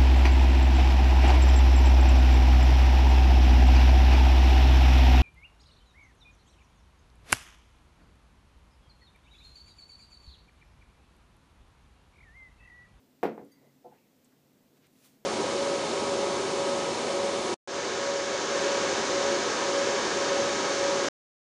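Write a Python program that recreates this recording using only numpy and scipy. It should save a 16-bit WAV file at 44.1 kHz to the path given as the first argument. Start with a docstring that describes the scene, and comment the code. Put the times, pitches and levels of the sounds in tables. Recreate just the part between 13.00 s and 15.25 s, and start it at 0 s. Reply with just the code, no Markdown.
"""A wooden knock in a quiet room

Something wooden bumps sharply and settles in weak rebounds; each blow excites its damped modes and
the room's reverberation. A small metal piece pings and a hollow body answers a padded bump, each in
its own modes. Tiny ticks and soft rustles, bursts of band noise, lie over a low hum and hiss."""
import sys
import numpy as np
from scipy import signal
from scipy.fft import rfft, irfft
from scipy.io import wavfile
from scipy.ndimage import uniform_filter1d

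SR = 44100
rng = np.random.default_rng(int(sys.argv[2]) if len(sys.argv) > 2 else 0)


def pcm_store(signal):
    """Save signal as 16-bit PCM."""
    levels = np.round(np.clip(np.atleast_2d(signal), -1, 1) * 32767)
    wavfile.write(sys.argv[1], SR, levels.astype(np.int16).T)


N = 99225
T = np.arange(N) / SR
HZ = np.fft.rfftfreq(N, 1 / SR)


def wooden_knocks(thud_db=-16, tail_db=-27, rise_s=0.00067, low_cut_hz=128):
    """Impact excitation: each blow is a thud, a modal ring and a room tail; the deep bass is thin."""
    # blows (time [s], level [dB], contact corner [Hz], added damping [dB/s])
    blows = [(0.2302, -4.5, 8800, 8.5), (0.2344, 0, 2480, -2), (0.2537, -9, 5000, 11.5),
             (0.379, -17, 1920, 53), (0.394, -20, 800, 64), (0.4129, -8, 250, 100)]
    # modes of the wooden body (frequency [Hz], level [dB], t60 [s])
    wood_modes = [(149, -48, 0.54), (237, -37.5, 0.37), (283.4, -44.5, 0.86), (346, -32, 0.27),
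                  (457, -49, 0.51), (476.8, -36, 0.12), (602, -53, 0.37), (687, -40, 0.32),
                  (738.5, -33, 0.19), (818, -29, 0.12), (1130, -57, 0.14), (1419, -45.5, .22),
                  (1788, -39.5, 0.067), (2490, -74.5, .27)]
    # spectrum of a blow's first push (frequency [Hz], relative level [dB])
    thud_spectrum = [(30, -35), (100, -35.5), (220, -10.5), (440, 6.5), (580, -3.5), (760, -1), (1200, -9),
                     (2300, -16.5), (3000, -24), (6000, -40), (15000, -28.5)]
    blow = modal_ring(wood_modes) * (1 - np.exp(-T / rise_s))
    add(blow, 0, amp(thud_db) * pulse(thud_spectrum))
    out = np.zeros(N)
    for s, db, corner_hz, damping in blows:
        reverberant = blow + amp(tail_db) * room_tail()
        add(out, s, amp(db - damping * T) * dull(reverberant, corner_hz))
    return signal.sosfilt(signal.butter(2, low_cut_hz, "high", fs=SR, output="sos"), out)


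def hollow_bumps(rise_s=0.021, tail_db=-10.5):
    """Resonance: under a padded contact the modes of a hollow body swell and die away."""
    # soft contacts (time [s], level [dB], contact corner [Hz])
    contacts = [(0.8428, -36, 1100), (0.915, -56.5, 4000)]
    # modes of the hollow body (frequency [Hz], relative level [dB], t60 [s])
    hollow_modes = [(363, -3.5, 0.093), (496, 2, 0.13), (674, 0.5, 0.11), (726, 6.5, 0.09),
                    (833, -0.5, 0.094), (874, -3, 0.14), (1018, -17.5, 0.27), (1325, -17, 0.11)]
    swell = 1 - np.exp(-(T / rise_s) ** 1.1)
    out = np.zeros(N)
    for s, db, corner_hz in contacts:
        reverberant = modal_ring(hollow_modes) + amp(tail_db) * dull(room_tail(), corner_hz=1210)
        add(out, s, amp(db) * dull(reverberant * swell, corner_hz))
    return out


def metal_ping(start_s=0.517, rise_s=0.0013):
    """Free vibration: a small metal piece rings faintly in inharmonic modes."""
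    # modes of the metal (frequency [Hz], level [dB], t60 [s])
    metal_modes = [(2000, -76, 0.9), (4678, -63.5, 0.22), (6428, -65, 0.098), (9600, -66, 0.096),
                   (13400, -67, 0.12)]
    out = np.zeros(N)
    add(out, start_s, modal_ring(metal_modes) * (1 - np.exp(-T / rise_s)))
    return out


def ticks():
    """Transients: band noise with a sudden onset and fast exponential decay is heard as a dry click."""
    # tiny clicks (time [s], level [dB], centre [Hz], width [octaves], t60 [s])
    clicks = [(0.449, -60, 9150, 0.27, 0.007), (1.2455, -64, 7700, 0.21, .04),
              (1.253, -69, 4050, 0.89, 0.073), (1.322, -67, 1600, .3, 0.058),
              (1.869, -58, 9200, .28, 0.0063)]
    out = np.zeros(N)
    for s, db, hz, octaves, t60 in clicks:
        add(out, s, band_noise(hz, octaves) * amp(db - 60 * T / t60))
    return out


def rustles(grain_db=0.5):
    """Amplitude modulation: light brushes of band noise swell and fade with a fine random grain."""
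    # brushes (peak time [s], half length [s], level [dB], centre [Hz], width [octaves])
    brushes = [(0.596, 0.088, -77.5, 2000, 0.12), (0.65, .032, -63, 360, 0.78),
               (0.924, .005, -54.5, 850, .15), (0.945, 0.02, -70, 1170, 0.84),
               (0.983, 0.011, -73.5, 2310, 0.35), (0.977, 0.018, -70.5, 865, 0.11),
               (1.03, 0.032, -80, 2350, 0.2), (1.772, 0.0099, -70, 800, 2.2), (1.85, 0.022, -69.5, 2190, 1),
               (2.049, 0.075, -67, 3820, 2.4), (2.057, 0.016, -61, 4260, 2.2)]
    flicker = unit(uniform_filter1d(rng.standard_normal(N), size=130))
    out = np.zeros(N)
    for s, half_s, db, hz, octaves in brushes:
        swell = np.exp(-.5 * ((T - s) / half_s) ** 2)
        out += amp(db) * band_noise(hz, octaves) * swell
    return amp(grain_db * flicker) * out


def room_tail(rise_s=0.00092, frame=512):
    """Reverberation: dense reflections decay exponentially, the treble first."""
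    # spectrum of the reflections (frequency [Hz], relative level [dB])
    tail_spectrum = [(40, -30), (100, -22), (220, 2), (480, 6.5), (580, 1.5), (800, -1), (1250, -9),
                     (2400, -12.5), (2800, -18.5), (5000, -23), (9500, -31), (14500, -19)]
    # reverberation times (frequency [Hz], t60 [s])
    decay_times = [(120, 0.6), (300, 0.38), (900, 0.28), (2500, 0.27), (6000, 0.18), (14000, 0.14)]
    reflections = noise(amp(curve_at(tail_spectrum, HZ)))
    hz, t, spectra = signal.stft(reflections, SR, nperseg=frame)
    fade = amp(-60 * t / curve_at(decay_times, hz)[:, None])
    tail = signal.istft(spectra * fade, SR, nperseg=frame)[1][:N]
    return tail * (1 - np.exp(-T / rise_s))


def room_air(hiss_db=-66):
    """Stationary noise: a broad hiss, and narrow resonances that waver as a low hum."""
    # spectrum of the air and hiss (frequency [Hz], relative density [dB])
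    air_spectrum = [(25, -2), (55, -12.5), (85, 8.5), (140, 9.5), (185, 14.5), (250, 18.5), (320, 12),
                    (470, 10.5), (700, 4.5), (1200, -2.5), (2500, -4.5), (5000, -6), (8000, -8),
                    (10000, -13), (12500, -7.5), (15000, -7)]
    # resonances of the hum (frequency [Hz], half width [Hz], level [dB])
    resonances = [(141.4, 2.6, -75), (236.4, 27, -79), (261.5, 5.6, -75)]
    hum = sum(amp(db) * noise(1 / (1 + ((HZ - hz) / width) ** 2)) for hz, width, db in resonances)
    return amp(hiss_db) * noise(amp(curve_at(air_spectrum, HZ))) + hum


def modal_ring(modes):
    """Modal superposition: a struck object rings as a sum of damped sinusoids."""
    return sum(amp(db - 60 * T / t60) * np.cos(2 * np.pi * hz * T) for hz, db, t60 in modes)


def pulse(spectrum, size=4096):
    """Minimum phase: the shortest causal pulse with this spectrum, at peak 1."""
    log_gain = np.log(amp(curve_at(spectrum, abs(np.fft.fftfreq(size, 1 / SR)))))
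    x = np.fft.ifft(np.exp(np.conj(signal.hilbert(log_gain)))).real
    return x / abs(x).max()


def dull(x, corner_hz):
    """Two-pole low-pass: treble is lost, as in a softer contact."""
    pole = np.exp(-2 * np.pi * corner_hz / SR)
    return signal.lfilter([(1 - pole) ** 2], [1, -2 * pole, pole * pole], x)


def band_noise(hz, octaves):
    """Band-pass filtering: noise under a Gaussian bell in log frequency."""
    return noise(np.exp(-.5 * (np.log2((HZ + 1) / hz) / octaves) ** 2))


def noise(gain):
    """Spectral shaping: white noise weighted by gain, at rms 1."""
    return unit(irfft(rfft(rng.standard_normal(N)) * gain, N))


def curve_at(points, hz):
    """Interpolation on a log-frequency axis."""
    f, value = np.transpose(points)
    return np.interp(np.log(hz + 1), np.log(f + 1), value)


def amp(db):
    """Decibels to amplitude ratio."""
    return 10 ** (np.asarray(db) / 20)


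def unit(x):
    """Normalisation to rms 1."""
    return x / np.sqrt(np.mean(x ** 2) + 1e-30)


def add(mix, s, sound):
    """Delay and sum: a sound enters the mix at s seconds."""
    part = mix[round(s * SR):][:len(sound)]
    part += sound[:len(part)]


def scene():
    """Superposition: all sources add at one point."""
    return (wooden_knocks() + hollow_bumps() + metal_ping() + ticks() + rustles() + room_air())[None]


def record(dry):
    """Band limiting: a steep low-pass removes the highest treble."""
    low_pass = signal.firwin(1023, cutoff=15330, window=("kaiser", 9), fs=SR)
    return signal.oaconvolve(dry, low_pass[None], "same")


dry = scene()
out = record(dry)
pcm_store(out)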